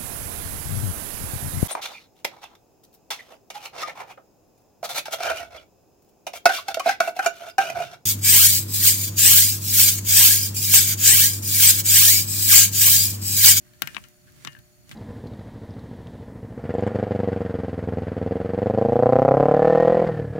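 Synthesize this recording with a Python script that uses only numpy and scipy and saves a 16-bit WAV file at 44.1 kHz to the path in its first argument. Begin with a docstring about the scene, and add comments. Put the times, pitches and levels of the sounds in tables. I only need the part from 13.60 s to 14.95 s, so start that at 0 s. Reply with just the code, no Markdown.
"""Sharp plastic clicks in three clusters, very close on the left: handling noise over a desk covered
in bubble wrap. Each click is an impulse that sets the damped modes of a small casing ringing.
The shifting grip adds soft thuds, rumble and rustle.
Behind it is a quiet room with mains hum and thin hiss."""
import sys
import numpy as np
from scipy import signal
from scipy.fft import rfft, irfft
from scipy.io import wavfile
from scipy.ndimage import uniform_filter1d

SR = 44100
rng = np.random.default_rng(int(sys.argv[2]) if len(sys.argv) > 2 else 0)


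def store_wav(level_fs):
    """Save 16-bit WAV to argv[1]."""
    pcm = np.round(np.clip(np.atleast_2d(level_fs), -1, 1) * 32767)
    wavfile.write(sys.argv[1], SR, pcm.T.astype(np.int16))


N = 59535
SNAP_SAMPLES = 4096

# Plastic clicks: start_s, level_db, pitch_hz, ring_db (peak at that pitch), knock_db (lows),
# bright_db (highs), sizzle_db (top), right_db, casing_db (share sent into the casing)
CLICKS = [(0.1353, -29, 1760, 8, -3, 0, 13, -3, 6), (.1955, -33.5, 3000, -8, 2, -1, 19, -14, 15),
          (0.2207, 13, 4640, 4, 2.5, -3, 13.5, -11.5, -1.5),
          (0.2735, 1.5, 2060, 14, 2.5, 0.5, 7.5, -20, 2.5), (0.3465, -6, 3780, 6, -0.5, -2, -9, -10.5, 7.5),
          (0.3589, -17.5, 2180, 11, 0, -9, 12, 0, 10.5), (0.3667, 6.5, 2350, 12, 5.5, -12, -12, -18.5, -11),
          (.3807, -4.5, 1370, 9.5, 5, -33, -5, -23, -26), (.3858, -30, 3000, -14, -11, 6, 15, -10, -6),
          (0.417, -35.5, 3000, -7, -24, 10.5, 9, -4, 0), (0.439, -15.5, 2090, 3.5, -6, 3.5, -6, -13, 11.5),
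          (0.4852, -34, 5000, 2, -6, 16.5, 8.5, -8, -7), (0.721, -36.5, 5020, 5, -8, 13.5, 8, -1, -5),
          (.8490, -1, 3670, 3.5, 1.5, 3.5, -6.5, -10, -0.5), (0.8586, -17, 4200, -4, 6, -9, -10, -9, 15),
          (.8700, -11.5, 2000, 3, -10, -11, -10, -8, -4),
          (0.8731, 5, 2160, 5.5, -0.5, -8.5, -4.5, -12, 4.5), (.9220, -27.5, 6500, 6, 3, 4, 5, -13, 18),
          (0.9299, -25.5, 4500, 8, -9, 4, -3, -4, 8), (0.9502, -20, 1757, 25, 3, -11, -1, -9, -7),
          (0.965, -22, 1670, 15, 2.5, -22, 3, -3.5, 6), (0.989, -24.5, 3000, 2, -11, 4.5, 8.5, -5, 8),
          (1.2930, -21.5, 2400, 10, 4, 12, 0, -8, -1), (1.3130, -12, 2060, 9.5, 5, 0, -22, 0, 5),
          (1.3165, -18.5, 4130, 8, 8.5, 4.5, 7.5, -30, 2), (1.321, -19, 3350, 6, 3, -5, -4, 1, 3),
          (1.3297, -20, 3300, 4, 7, -6, -14, -3, 0)]
# Spectral envelope common to all clicks: frequency_hz, gain_db
CLICK_SPECTRUM = [(60, -31.5), (250, -10), (480, -18), (720, -11.5), (830, -9.5), (1050, -2), (2000, -1.5),
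                  (3000, -1), (4500, -5.5), (7000, -6.5), (9500, -15), (12500, -11), (16000, -15)]
# Extra colouring on the far, right side: frequency_hz, gain_db
FAR_SPECTRUM = [(200, 21.5), (500, 9), (1000, 1), (2000, -5.5), (3500, 5.5), (7000, -6.5), (10000, 7),
                (14000, -25)]
def clicks(snap_s=0.00053, far_snap_s=0.0012, far_delay_s=0.00025, slip_s=0.0011, slip_db=-21.5):
    """Impulsive excitation: brief snaps have broad spectra. Returns stereo clicks and casing drive."""
    stereo, drive = np.zeros((2, N)), np.zeros((1, N))
    hz = np.fft.rfftfreq(SNAP_SAMPLES, 1 / SR) + 1
    for start_s, level_db, pitch_hz, ring_db, knock_db, bright_db, sizzle_db, right_db, casing_db in CLICKS:
        colour_db = level_db + read(CLICK_SPECTRUM, hz)
        colour_db += ring_db / (1 + (np.log2(hz / pitch_hz) / 0.2) ** 2)  # half-width 0.2 octave
        colour_db += knock_db * (1 - shelf(hz, corner_hz=1260, order=6))
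        colour_db += bright_db * shelf(hz, corner_hz=4500, order=6)
        colour_db += sizzle_db * shelf(hz, corner_hz=10100, order=12)
        rattle_db = -3.5 + 0.42 * casing_db  # grows with the share sent into the casing
        near = snap(colour_db, snap_s, rattle_db)
        slip = amp(slip_db) * snap(colour_db, snap_s, rattle_db)
        far = snap(colour_db + right_db + read(FAR_SPECTRUM, hz), far_snap_s, rattle_db)
        add(stereo[0], start_s - slip_s, slip)  # a faint slip just before the snap
        add(stereo[0], start_s, near)
        add(stereo[1], start_s + far_delay_s, far)
        add(drive[0], start_s, amp(casing_db) * near)
    return stereo, drive


def snap(colour_db, decay_s, rattle_db, rise_s=0.00034, rattle_s=0.0038, rattle_top_hz=5730):
    """Transient decay: a crack of about a millisecond gives way to a longer, duller rattle."""
    t = np.arange(SNAP_SAMPLES) / SR
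    hz = np.fft.rfftfreq(SNAP_SAMPLES, 1 / SR) + 1
    crack, rattle = rng.standard_normal((2, SNAP_SAMPLES))
    crack *= (1 - np.exp(-t / rise_s)) ** 2 * np.exp(-t / decay_s)
    rattle *= (1 - np.exp(-t / decay_s)) * np.exp(-t / rattle_s)
    lowpass_db = -10 * np.log10(1 + (hz / rattle_top_hz) ** 3)
    return tinted(crack, colour_db) + tinted(rattle, colour_db + lowpass_db + rattle_db)


# Natural modes of the casing: pitch_hz, relative_db, t60_s
CASING_MODES = [(1085, -14, 0.052), (1407, 3.5, 0.11), (1580, 1.5, 0.14), (1757, 1, 0.15), (1854, -2, 0.18),
                (1960, -34, 0.093), (2120, -9.5, 0.17), (2450, -12.5, 0.3), (2551, 2.5, 0.061),
                (2842, -4.5, 0.2), (3080, -7, 0.09), (3270, -14, .06), (3460, -10, .05), (4480, -29, 0.024)]
def casing(drive, gain_db=-51, right_db=-19.5):
    """Modal resonance: after each click the casing rings as a sum of damped sinusoids."""
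    t = np.arange(SR // 2) / SR
    response = np.zeros((2, len(t)))
    for side in response:
        for pitch_hz, relative_db, t60_s in CASING_MODES:
            side += amp(relative_db - 60 * t / t60_s) * np.sin(2 * np.pi * (pitch_hz * t + rng.random()))
    return amp(gain_db) * amp([[0], [right_db]]) * signal.fftconvolve(drive, response, axes=1)[:, :N]


# Reverberation time of the room: frequency_hz, t60_s
ROOM_DECAY = [(200, 0.16), (1500, 0.093), (4000, 0.081), (12000, 0.082)]
def room(direct, gain_db=-16.5, top_hz=7200):
    """Reverberation: a short, weak and dull diffuse tail whose treble dies before its bass."""
    hz, t, spectra = signal.stft(rng.standard_normal((2, SR // 2)), SR, nperseg=256)
    decay = amp(-60 * t / read(ROOM_DECAY, hz)[:, None])
    lowpass = 1 / np.sqrt(1 + (hz[:, None] / top_hz) ** 2)
    _, tail = signal.istft(spectra * decay * lowpass, SR, nperseg=256)
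    tail /= np.linalg.norm(tail[0])
    return amp(gain_db) * signal.fftconvolve(direct, tail, axes=1)[:, :N]


# Soft thuds of the grip: start_s, level_db, pitch_hz, decay_s
THUDS = [(0.2218, -28.5, 277, 0.0071), (.236, -33.5, 144, 0.021), (0.274, -35.5, 164, .012),
         (0.348, -38, 268, 0.0057), (0.374, -38, 197, .01), (0.403, -41, 120, 0.022),
         (0.854, -33, 162, 0.011), (0.872, -36, 288, 0.0081), (0.876, -32.5, 143, 0.014),
         (0.983, -38, 116, 0.013), (1.299, -37, 147, 0.012), (1.329, -33, 141, 0.014)]
def thuds(rise_s=0.0015, left_db=-3.5, left_phase_rad=2.24):
    """Heavily damped oscillation: low bumps that reach the two sides out of phase."""
    stereo, t = np.zeros((2, N)), np.arange(SR // 6) / SR
    for start_s, level_db, pitch_hz, decay_s in THUDS:
        envelope = amp(level_db) * (1 - np.exp(-t / rise_s)) * np.exp(-t / decay_s)
        phase = 2 * np.pi * pitch_hz * t
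        add(stereo[0], start_s, amp(left_db) * envelope * np.sin(phase + left_phase_rad))
        add(stereo[1], start_s, envelope * np.sin(phase))
    return stereo


# Spectrum of the grip's rumble: frequency_hz, relative_db
RUMBLE_SPECTRUM = [(15, -46), (25, -30), (42, 4.5), (92, 4.5), (134, 6), (200, 3), (356, -9.5),
                   (404, -11.5), (500, -35), (650, -35), (1100, -120)]
# Envelope of the rumble: time_s, level_db
RUMBLE_LEVELS = [(0, -57), (.06, -57), (.17, -57.5), (.26, -55), (.41, -51.5), (.55, -64), (.66, -56.5),
                 (.78, -53), (.9, -56.5), (1.0, -57.5), (1.12, -62), (1.27, -56), (1.35, -56.5)]
def rumble(antiphase_gain=0.49, left_db=-1.0):
    """Random vibration: the shifting grip makes low noise, partly in antiphase between the sides."""
    common = antiphase_gain * noise(RUMBLE_SPECTRUM)
    left = amp(left_db) * unit(noise(RUMBLE_SPECTRUM) - common)
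    right = unit(noise(RUMBLE_SPECTRUM) + common)
    return np.array([left, right]) * level(RUMBLE_LEVELS)


# Spectrum of the rustle: frequency_hz, relative_db
RUSTLE_SPECTRUM = [(200, -1), (900, -4.5), (2000, 2.5), (4000, -3.5), (7000, -4), (10000, -5),
                   (13000, -12.5), (16000, -7.5)]
# Envelope of the rustle: time_s, level_db
RUSTLE_LEVELS = [(0, -62.5), (.2, -61), (.24, -49.5), (.35, -49.5), (.42, -55), (.5, -61), (.58, -65.5),
                 (.72, -61.5), (.83, -52), (.89, -56), (1.0, -64), (1.25, -66), (1.32, -49), (1.35, -56)]
# Faint rubs of the hand, and a short soft swell near 0.45 s: centre_s, width_s, level_db
RUBS = [(.07, .025, -65), (.15, .02, -65), (.688, .022, -58), (.449, .01, -56)]
# Spectrum of a rub: frequency_hz, relative_db
RUB_SPECTRUM = [(500, -29), (1100, -11.5), (1650, 1.5), (2300, -11), (4000, -13.5), (12000, -23)]
def friction(grain_db=1, rustle_left_db=-4, rub_right_db=-1.5):
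    """Friction noise: the hand rustles and rubs, with a fine grain of random amplitude modulation."""
    t = np.arange(N) / SR
    flicker = unit(uniform_filter1d(rng.standard_normal(N), size=90))
    grain = unit(amp(grain_db * flicker))
    rustle = np.array([amp(rustle_left_db) * noise(RUSTLE_SPECTRUM), noise(RUSTLE_SPECTRUM)])
    rub = np.array([noise(RUB_SPECTRUM), amp(rub_right_db) * noise(RUB_SPECTRUM)])
    strokes = sum(amp(level_db) * bell(t, centre_s, width_s) for centre_s, width_s, level_db in RUBS)
    return grain * (rustle * level(RUSTLE_LEVELS) + rub * strokes)


# Partials of the mains hum: pitch_hz, level_db
HUM_PARTIALS = [(120, -70), (360, -69), (600, -70), (720, -84.5)]
def hum(right_phase_rad=0.52):
    """Harmonic series: steady mains tones at multiples of 120 Hz."""
    t = np.arange(N) / SR
    side_phase = np.array([[0], [right_phase_rad]])
    return sum(amp(level_db) * np.sqrt(2) * np.sin(2 * np.pi * (pitch_hz * t + rng.random()) + side_phase)
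               for pitch_hz, level_db in HUM_PARTIALS)


# Spectral shape of the hiss: frequency_hz, left_db, right_db
HISS_SPECTRUM = [(40, -16, 19), (312, -11, 10), (470, 4, -19), (660, 13.5, 6.5), (950, 1.5, -1),
                 (1480, 5.5, 8), (3400, -1.5, -17.5), (6400, 6, 3.5), (9100, -9.5, 2.5), (11200, 3.5, 4),
                 (14140, 7.5, -14), (15900, -3, 0.5)]
# Narrow peaks on that shape: pitch_hz, width_hz, left_db, right_db
WHINES = [(4450, 94, 17, 20), (5720, 70, 3, 10), (6856, 70, 12, 15), (9060, 77, 18, 14), (14400, 110, 7, 0),
          (15100, 110, 8, 15)]
def hiss(level_db=-62):
    """Stationary broadband noise, whose narrow spectral peaks are heard as thin whines."""
    hz = np.fft.rfftfreq(N, 1 / SR)
    colour_db = np.array([read(np.array(HISS_SPECTRUM)[:, [0, side]], hz) for side in (1, 2)])
    for pitch_hz, width_hz, *sides_db in WHINES:
        colour_db += np.outer(sides_db, bell(hz, pitch_hz, width_hz))
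    white = rfft(rng.standard_normal((2, N)))
    return amp(level_db) * unit(irfft(white * amp(colour_db), N))


def tinted(burst, colour_db):
    """Minimum-phase filtering: gives a burst a new spectral envelope and keeps its fine structure."""
    spectrum = rfft(burst)
    envelope_db = 10 * np.log10(uniform_filter1d(abs(spectrum) ** 2, size=71) + 1e-12)
    gain_db = colour_db - envelope_db
    log_gain = np.log(amp(np.r_[gain_db, gain_db[-2:0:-1]]))
    response = np.exp(np.conj(signal.hilbert(log_gain)))  # rings only forwards in time
    return irfft(spectrum * response[:len(spectrum)])


def noise(points):
    """Spectral shaping: white noise filtered to a given spectrum, at rms 1."""
    gain = amp(read(points, np.fft.rfftfreq(N, 1 / SR)))
    return unit(irfft(rfft(rng.standard_normal(N)) * gain, N))


def amp(db):
    """Decibels to amplitude ratio."""
    return 10 ** (np.asarray(db) / 20)


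def unit(x):
    """Normalisation to rms 1."""
    return x / np.sqrt(np.mean(x ** 2) + 1e-20)


def read(points, hz):
    """Interpolation on a log-frequency axis."""
    frequency_hz, value = np.transpose(points)
    return np.interp(np.log(hz + 1), np.log(frequency_hz + 1), value)


def level(points):
    """Amplitude envelope, interpolated in decibels."""
    return amp(np.interp(np.arange(N) / SR, *np.transpose(points)))


def shelf(hz, corner_hz, order):
    """Shelving curve from 0 to 1 around a corner frequency."""
    return 1 / (1 + (corner_hz / hz) ** order)


def bell(x, centre, width):
    """Gaussian curve of height 1."""
    return np.exp(-((x - centre) / width) ** 2)


def add(mix, start_s, sound):
    """Superposition of a sound onto the mix at a given time."""
    part = mix[max(round(start_s * SR), 0):][:len(sound)]
    part += sound[:len(part)]


def scene():
    """Superposition: clicks with their ring and reverberation, over grip noise, hum and hiss."""
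    direct, drive = clicks()
    return direct + casing(drive) + room(direct) + thuds() + rumble() + friction() + hum() + hiss()


def record(dry):
    """Band limiting: a high-pass at 44 Hz and a steep low-pass at 15.9 kHz."""
    highpass = signal.butter(2, 44, "highpass", fs=SR, output="sos")
    lowpass = signal.firwin(255, 15900, window=("kaiser", 8), fs=SR)
    return signal.oaconvolve(signal.sosfilt(highpass, dry), lowpass[None], "same")


dry = scene()
out = record(dry)
store_wav(out)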